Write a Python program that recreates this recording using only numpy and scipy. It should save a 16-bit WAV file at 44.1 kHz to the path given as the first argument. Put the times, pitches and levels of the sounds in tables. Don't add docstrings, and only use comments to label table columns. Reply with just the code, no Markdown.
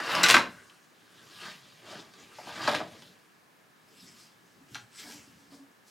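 import sys
import numpy as np
from scipy import signal
from scipy.io import wavfile

SR = 44100
rng = np.random.default_rng(int(sys.argv[2]) if len(sys.argv) > 2 else 0)


def unload_audio(sound):
    columns = np.transpose(np.atleast_2d(sound))
    steps = np.round(np.clip(columns, -1, 1) * 32767)
    wavfile.write(sys.argv[1], SR, steps.astype(np.int16))


N = 260184
TIME = np.arange(N) / SR
EDGES = np.geomspace(35, 17000, 23)
CENTRES = np.sqrt(EDGES[1:] * EDGES[:-1])
BANK = [signal.butter(2, pair, "band", fs=SR, output="sos") for pair in zip(EDGES, EDGES[1:])]

# frequency in Hz, relative level in dB.
AIR_MID_EQ = [(18, -67), (30, -36.5), (149, 2), (394, -1), (649, -6), (702, -1), (937, -5.5), (1040, -3.5),
              (1720, -7.5), (1860, -9), (2230, -5.5), (2750, -10.5), (3980, -13), (4910, -14), (16000, -22)]
AIR_SIDE_EQ = [(18, -65), (30, -35), (197, 2.5), (241, 1.5), (665, -8), (1050, 0), (5910, -21),
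               (10600, -37), (13000, -43.5)]
NET_HISS_EQ = [(1300, 5.5), (2000, 4), (3200, 2), (5000, -1), (7500, -1), (10000, -4), (15500, -11)]
NET_FOLDS_EQ = [(30, -18), (60, -16), (110, 0.5), (180, 2), (400, -5)]
HEM_EQ = [(250, 11), (450, 12), (900, 9), (1500, -20), (2500, -18)]
CLOTH_HISS_EQ = [(2500, -12.5), (5000, 4), (7000, 2), (10000, -4.5), (13000, -10.5), (15500, -17)]
LEFT_FOLDS_EQ = [(50, -31), (80, -14), (125, -5), (200, -4.5), (260, -3), (360, -3), (470, -5.5), (620, -7)]
RIGHT_FOLDS_EQ = [(50, -22), (75, -20), (115, -0.5), (180, -2.5), (260, -1), (360, -1.5), (470, -5),
                  (620, -15)]
LEFT_SCRAPE_EQ = [(700, -14.5), (900, -7), (1100, 0), (1600, 1), (2200, -8), (2800, -2), (3600, -9.5),
                  (4700, -11.5), (6000, -31.5), (11000, -33)]
RIGHT_SCRAPE_EQ = [(800, -13), (1100, -0.5), (1500, -1), (2200, -0.5), (3400, 3), (4700, -5.5),
                   (5800, -7.5), (11000, -35)]
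HOLLOW_POLE_EQ = [(400, -11.5), (520, -2.5), (640, 2), (800, 4), (1000, -9.5)]
JOSTLE_EQ = [(210, -37.5), (350, -4.5), (1430, -3.5), (2000, 0), (2130, 0.5), (2980, -2.5), (3920, 0),
             (5060, -10), (10600, -21.5), (16000, -33.5)]
CLACK_EQ = [(40, -25), (110, -14), (250, 7.5), (400, -8.5), (750, 0), (4500, 1.5), (6500, 2), (10000, -1.5),
            (15500, -8)]

# frequency in Hz, width in Hz, relative gain in dB.
AIR_MODES = [(1120, 250, -7.5), (1690, 130, 9)]
WEAVE_MODES = [(3230, 1400, -8), (5070, 860, 1), (7700, 320, 3)]
ROD_MODES = [(840, 47, 2), (1385, 180, 7.5), (1596, 50, 11.5), (2780, 150, -1.5), (3210, 74, 4),
             (4110, 81, 2.5), (5720, 110, 5)]
FREE_RING_MODES = [(1250, 63, 2.5), (1700, 220, -1.5), (3250, 90, -5.5), (3730, 100, -2.5),
                   (4390, 130, -0.5), (4800, 120, -3)]
LEFT_POLE_MODES = [(350, 67, 3), (1076, 100, -1.5), (1163, 35, -0.5), (1526, 290, 1), (2044, 290, -0.5),
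                   (2700, 230, -2), (4000, 220, 0.5), (5480, 140, -4)]
RIGHT_POLE_MODES = [(605, 87, -0.5), (741, 330, 1.5), (1183, 47, 1), (1566, 120, 1.5), (1840, 87, -6.5),
                    (2380, 170, -16), (3200, 340, -10), (3910, 79, -8), (4380, 46, -2), (4780, 370, -3.5)]

# frequency in Hz, seconds to fade by 60 dB.
ROOM_T60 = [(100, 0.66), (300, .32), (1200, 0.27), (4000, 0.24), (14000, 0.2)]

# start in seconds, length in seconds, pitch in Hz, level in dB.
GROANS = [(4.598, .035, 271.6, -59), (4.692, 0.07, 281.5, -64.5), (5.03, .145, 290.6, -57),
          (5.265, 0.019, 272.3, -57.5), (5.364, .12, 281, -66.5), (5.513, .035, 281, -52.5),
          (5.587, 0.038, 277, -51)]
# peak time, rise and fall in seconds, then hiss, folds and sheen in dB.
NET_STROKES = [(4.04, 0.12, 0.22, -56.5, -66.5, -67), (4.205, 0.052, 0.075, -62.5, -77, -59),
               (4.52, .17, 0.21, -72.5, -68.5, -74.5), (4.745, 0.059, 0.088, -57, -62, -65),
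               (4.99, 0.049, 0.16, -47.5, -68.5, -57.5), (5.1, 0.033, 0.11, -52.5, -69, -53),
               (5.36, 0.3, .25, -68, -67, -69), (5.535, 0.034, 0.048, -59, -67, -63.5),
               (5.885, 0.027, 0.024, -66, -74.5, -61)]
# peak time, rise and fall in seconds, level in dB.
HEM_RUBS = [(5.075, 0.048, 0.093, -51.5), (5.535, 0.025, 0.059, -56)]
# start in seconds, pitch in Hz, level in dB, seconds to fade by 60 dB.
PINGS_AND_BUMPS = [(0.1522, 5090, -15.5, 0.0098), (0.233, 7470, -10, 0.013), (0.241, 6000, -14, 0.017),
                   (3.0215, 3423, -54, 0.051), (4.718, 120.4, -49, 0.29), (5.191, 103.6, -56.5, 0.24)]
# start in seconds, level in dB, centre in Hz, roll-off to either side in dB per octave.
CLACKS = [(0.151, -15.5, 1700, 3.5), (0.234, -7, 5600, 1.5), (0.238, -3.5, 3500, 8.5),
          (0.263, -8.5, 2900, 6.5), (0.286, -8, 3820, 4), (0.292, -7.5, 4000, 2), (0.3, -3, 3880, 8),
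          (0.309, -4.5, 4300, 3), (0.317, -17, 2100, 8), (0.342, -1.5, 1680, 8.5), (0.346, -2, 1600, 6.5),
          (0.355, -9.5, 1396, 5), (0.366, -3, 1550, 10), (0.372, -23, 1391, 6.5), (0.381, -16.5, 1208, 2.5),
          (0.698, -41, 2988, 26), (2.137, -41.5, 3890, 5.5), (2.385, -33, 770, 16), (2.469, -33, 850, 16),
          (2.491, -34, 1400, 9), (2.676, -11, 1280, 7), (2.68, -11, 725, 7.5), (2.698, -22.5, 900, 4),
          (2.744, -19.5, 1500, 7), (2.749, -15.5, 3000, 10), (2.802, -23, 840, 7.5), (2.81, -25.5, 597, 8),
          (3.021, -37.5, 3212, 5), (4.746, -25.5, 4100, 11), (4.754, -23.5, 2400, 7)]
# peak time, rise and fall in seconds, then hiss and folds in dB.
SWISHES = [(0.135, 0.085, .08, -44.5, -61), (0.55, 0.11, .23, -58.5, -62.5), (1.36, 0.26, 0.5, -58, -59.5),
           (2.22, 0.1, 0.07, -61, -59), (2.46, 0.2, 0.056, -56, -56.5), (2.94, 0.12, 0.22, -60, -60.5),
           (3.06, 0.028, 0.062, -75, -57)]
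# peak time, rise and fall in seconds, then jostling rings and folds in dB.
PILE_UPS = [(0.24, .005, 0.088, -21, -44), (0.305, .03, 0.022, -11.5, -36.5),
            (0.349, 0.0095, 0.021, -14, -26), (0.385, .03, .04, -35.5, -31),
            (2.68, 0.0086, 0.0513, -29, -49.5), (2.715, 0.027, 0.072, -33.5, -29.5)]
# time of top speed, rise and fall in seconds, then scrape and weight on the rings in dB.
TUGS = [(0.003, 0.027, 0.013, -30, -5), (0.18, 0.18, 0.14, -27.5, -3.5), (1.461, 0.07, 0.075, -42, -12.5),
        (1.915, 0.08, 0.13, -45.5, -2.5), (2.235, 0.027, 0.018, -60.5, -2), (2.494, 0.041, 0.031, -49.5, 4),
        (2.666, 0.14, 0.022, -36, -7)]

TUG_CURVE, CLOTH_CURVE, PILE_CURVE = 1.7, 1.3, 1.05


def from_db(db):
    return 10 ** (np.asarray(db) / 20)


def rms_one(x):
    return x / np.sqrt(np.mean(x ** 2) + 1e-20)


def at_hz(points, hz):
    f, value = np.transpose(points)
    return np.interp(np.log(hz), np.log(f), value)


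def drift(per_s):
    knots = np.arange(0, 7, 1 / per_s)
    return rms_one(np.interp(TIME, knots, rng.standard_normal(len(knots))))


def colour(sources, eq, flicker_db=0):
    out = np.zeros(N)
    for k, (sos, hz) in enumerate(zip(BANK, CENTRES)):
        if eq[0][0] / 1.2 < hz < eq[-1][0] * 1.2:
            gain = from_db(at_hz(eq, hz) + flicker_db * drift(25))
            out += gain * signal.sosfilt(sos, sources[k % 2])
    return rms_one(out)


def slips(per_s, spread_db):
    sizes = from_db(spread_db * np.minimum(rng.exponential(1, N), 4))
    released = rng.random(N) < per_s / SR
    return released * sizes * rng.standard_normal((2, N)) / np.sqrt(per_s) + 1e-18


def ringing(x, modes):
    out = np.zeros(N)
    for hz, width, db in modes:
        r = np.exp(-np.pi * width / SR)
        feedback = [1, -2 * r * np.cos(2 * np.pi * hz / SR), r * r]
        out += from_db(db) * signal.lfilter(np.array([1, 0, -1]) * (1 - r * r) / 2, feedback, x)
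    return out


def body(x, modes, ring_db):
    return rms_one(x + from_db(ring_db) * ringing(x, modes)) * np.sqrt(np.mean(x ** 2))


def swells(rows, span, curve, column=0, steepness=1):
    power = np.zeros(N)
    for s, rise_s, fall_s, *db in rows:
        if span[0] <= s < span[1]:
            away = np.maximum((s - TIME) / rise_s, (TIME - s) / fall_s)
            swell_db = -10 * np.minimum(away, 20) ** curve
            power += from_db(db[column] + steepness * swell_db) ** 2
    return np.sqrt(power + 1e-30)


def room_tone(level_db, side_db):
    mid = body(colour(rng.standard_normal((2, N)), AIR_MID_EQ, flicker_db=0.1), AIR_MODES, ring_db=-8.5)
    side = from_db(side_db) * colour(rng.standard_normal((2, N)), AIR_SIDE_EQ)
    return from_db(level_db) * np.array([mid + side, mid - side])


def echoes(build_s, early_db=0):
    t = TIME[:SR // 2]
    early_lift = 1 + from_db(early_db) * np.exp(-t / 0.0034)
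    noise = rng.standard_normal((2, len(t))) * (1 - np.exp(-t / build_s)) * early_lift
    tail = np.zeros(len(t))
    for k, (sos, hz) in enumerate(zip(BANK, CENTRES)):
        decay = from_db(-60 * t / at_hz(ROOM_T60, hz))
        tail += rms_one(signal.sosfilt(sos, noise[k % 2]) * decay) * np.sqrt(hz)
    return rms_one(tail) / np.sqrt(len(t))


def bedroom(x, wet_db, side_db, left_db):
    turns = TIME * 9 - np.arange(4)[:, None] / 4
    fades = np.maximum(0, np.cos(2 * np.pi * turns))
    room = sum(signal.oaconvolve(x * fade, echoes(build_s=0.0024, early_db=3.5))[:N] for fade in fades)
    wet = from_db(wet_db)
    mid = (x + wet * room) / np.hypot(1, wet)
    spread_band = signal.sosfilt(signal.butter(2, [150, 3500], "band", fs=SR, output="sos"), x)
    side = from_db(side_db) * signal.oaconvolve(spread_band, echoes(build_s=0.001))[:N]
    return np.array([mid + side, mid - side]) * from_db([[left_db / 2], [-left_db / 2]])


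def rod_groan(waver, flutter_db, attack_s, release_db_per_s):
    wobble = 1 + waver * drift(42)
    out = np.zeros(N)
    for s, length_s, hz, db in GROANS:
        attack = np.clip((TIME - s) / attack_s, 0, 1)
        release_db = release_db_per_s * np.clip(TIME - s - length_s, 0, 1)
        out += attack * from_db(db - release_db) * np.sin(2 * np.pi * np.cumsum(hz * wobble) / SR)
    return np.sqrt(2) * out * from_db(flutter_db * drift(26.9))


def net_curtain(span):
    hiss, flap, sheen = (swells(NET_STROKES, span, CLOTH_CURVE, column=k) for k in range(3))
    hem = swells(HEM_RUBS, span, CLOTH_CURVE)
    threads = colour(slips(9000, spread_db=2.5), NET_HISS_EQ, flicker_db=4)
    cloth = hiss * body(threads, WEAVE_MODES, ring_db=4)
    cloth += sheen * colour(slips(9000, spread_db=4), CLOTH_HISS_EQ, flicker_db=2)
    cloth += hem * colour(slips(4000, spread_db=3.5), HEM_EQ, flicker_db=2.5) * from_db(-2)
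    cloth += flap * colour(rng.standard_normal((2, N)), NET_FOLDS_EQ, flicker_db=5) * from_db(5)
    return cloth


def pings_and_bumps():
    out = np.zeros(N)
    for s, hz, db, t60 in PINGS_AND_BUMPS:
        start = int(s * SR)
        t = TIME[:min(SR // 3, N - start)]
        out[start:start + len(t)] += from_db(db - 60 * t / t60) * np.sin(2 * np.pi * hz * t)
    return out


def free_rings(span, gain_db):
    damping = 0.69
    damped_tugs = [(s, rise, fall, db - damping * weight_db) for s, rise, fall, db, weight_db in TUGS]
    singing = rms_one(ringing(slips(3000, spread_db=2)[0], FREE_RING_MODES))
    return from_db(gain_db) * swells(damped_tugs, span, TUG_CURVE) * singing


def clacks(span, modes, snap_db, crack_s, rattle_s, rattle_db, gain_db, ring_db):
    t = TIME[:SR // 10]
    out = np.zeros(N + len(t))
    envelope = rms_one(np.exp(-t / crack_s) + from_db(rattle_db) * np.exp(-t / rattle_s))
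    for s, db, centre_hz, db_per_octave in CLACKS:
        if span[0] <= s < span[1]:
            bursts = rng.standard_normal((2, len(t))) * envelope
            bursts[:, 0] = from_db(snap_db) * np.sqrt(len(t)) * np.array([1, -1])
            rolloff_db = np.minimum(db_per_octave * np.abs(np.log2(CENTRES / centre_hz)), 36.5)
            gains = from_db(at_hz(CLACK_EQ, CENTRES) - rolloff_db)
            bands = [rms_one(signal.sosfilt(sos, bursts[k % 2])) for k, sos in enumerate(BANK)]
            start = int(s * SR)
            out[start:start + len(t)] += from_db(db + gain_db) * rms_one(gains @ bands)
    return body(out[:N], modes, ring_db)


def heavy_curtain(span, scrape_eq, folds_eq, pole_modes,
                  scrape_db, hollow_db, flap_db, hiss_db, drag_db, jostle_db, heap_db):
    swish, sway = (swells(SWISHES, span, CLOTH_CURVE, column=k) for k in range(2))
    jostle, heap = (swells(PILE_UPS, span, PILE_CURVE, column=k) for k in range(2))
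    loaded_tugs = [(s, rise, fall, db + weight_db) for s, rise, fall, db, weight_db in TUGS]
    drag = swish * from_db(drag_db)
    scrape = np.hypot(swells(TUGS, span, TUG_CURVE), drag)
    hollow = swells(loaded_tugs, span, TUG_CURVE, steepness=1.7)
    flap = np.hypot(swells(loaded_tugs, span, TUG_CURVE) * from_db(flap_db), sway)
    hiss = np.hypot(swells(loaded_tugs, span, TUG_CURVE, steepness=0.75) * from_db(hiss_db), swish)

    speed = np.sqrt(scrape / scrape.max())
    friction = slips(2500 + 6000 * speed, spread_db=0.5)
    rings = scrape * colour(friction, scrape_eq, flicker_db=3) * from_db(scrape_db)
    rings += hollow * colour(friction, HOLLOW_POLE_EQ, flicker_db=2.5) * from_db(hollow_db)
    rings += jostle * colour(slips(2500, spread_db=3), JOSTLE_EQ) * from_db(jostle_db)
    stirred_air = colour(rng.standard_normal((2, N)), folds_eq, flicker_db=3.5)
    folds = (flap + heap * from_db(heap_db)) * stirred_air
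    weave = hiss * colour(slips(9200, spread_db=0.5), CLOTH_HISS_EQ, flicker_db=2.4) * from_db(-1.5)
    return body(rings, pole_modes, ring_db=0) + folds + weave


def scene():
    left_span, right_span, net_span = (0, 1), (1, 4), (4, 6)
    left = heavy_curtain(left_span, LEFT_SCRAPE_EQ, LEFT_FOLDS_EQ, LEFT_POLE_MODES, scrape_db=-1.8,
                         hollow_db=-2, flap_db=-10.5, hiss_db=-22, drag_db=2.5,
                         jostle_db=-5.5, heap_db=-3.5)
    left += clacks(left_span, LEFT_POLE_MODES, snap_db=-5, crack_s=0.0013,
                   rattle_s=0.009, rattle_db=-6, gain_db=-23, ring_db=-4)
    right = heavy_curtain(right_span, RIGHT_SCRAPE_EQ, RIGHT_FOLDS_EQ, RIGHT_POLE_MODES, scrape_db=-1,
                          hollow_db=-5, flap_db=-3, hiss_db=-9.5, drag_db=5.5,
                          jostle_db=-2, heap_db=-4.5)
    right += clacks(right_span, RIGHT_POLE_MODES, snap_db=-8.5, crack_s=0.001,
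                    rattle_s=0.0087, rattle_db=-0.5, gain_db=-20, ring_db=4.5)
    left += free_rings(left_span, gain_db=-13.5)
    right += free_rings(right_span, gain_db=-13)
    net = net_curtain(net_span)
    net += clacks(net_span, ROD_MODES, snap_db=-5, crack_s=0.0014,
                  rattle_s=0.011, rattle_db=-10.5, gain_db=-23, ring_db=6.5)
    curtains = bedroom(left + right + net + pings_and_bumps(), wet_db=-4.5, side_db=-18, left_db=0.6)
    groan = rod_groan(waver=0.0093, flutter_db=0.8, attack_s=0.015, release_db_per_s=328.5)
    return curtains + groan + room_tone(level_db=-63, side_db=-3)


def record(dry):
    low_cut = signal.sosfilt(signal.butter(2, 55, "high", fs=SR, output="sos"), dry)
    return signal.sosfilt(signal.ellip(10, 0.1, 90, 15900, fs=SR, output="sos"), low_cut)


dry = scene()
out = record(dry)
unload_audio(out)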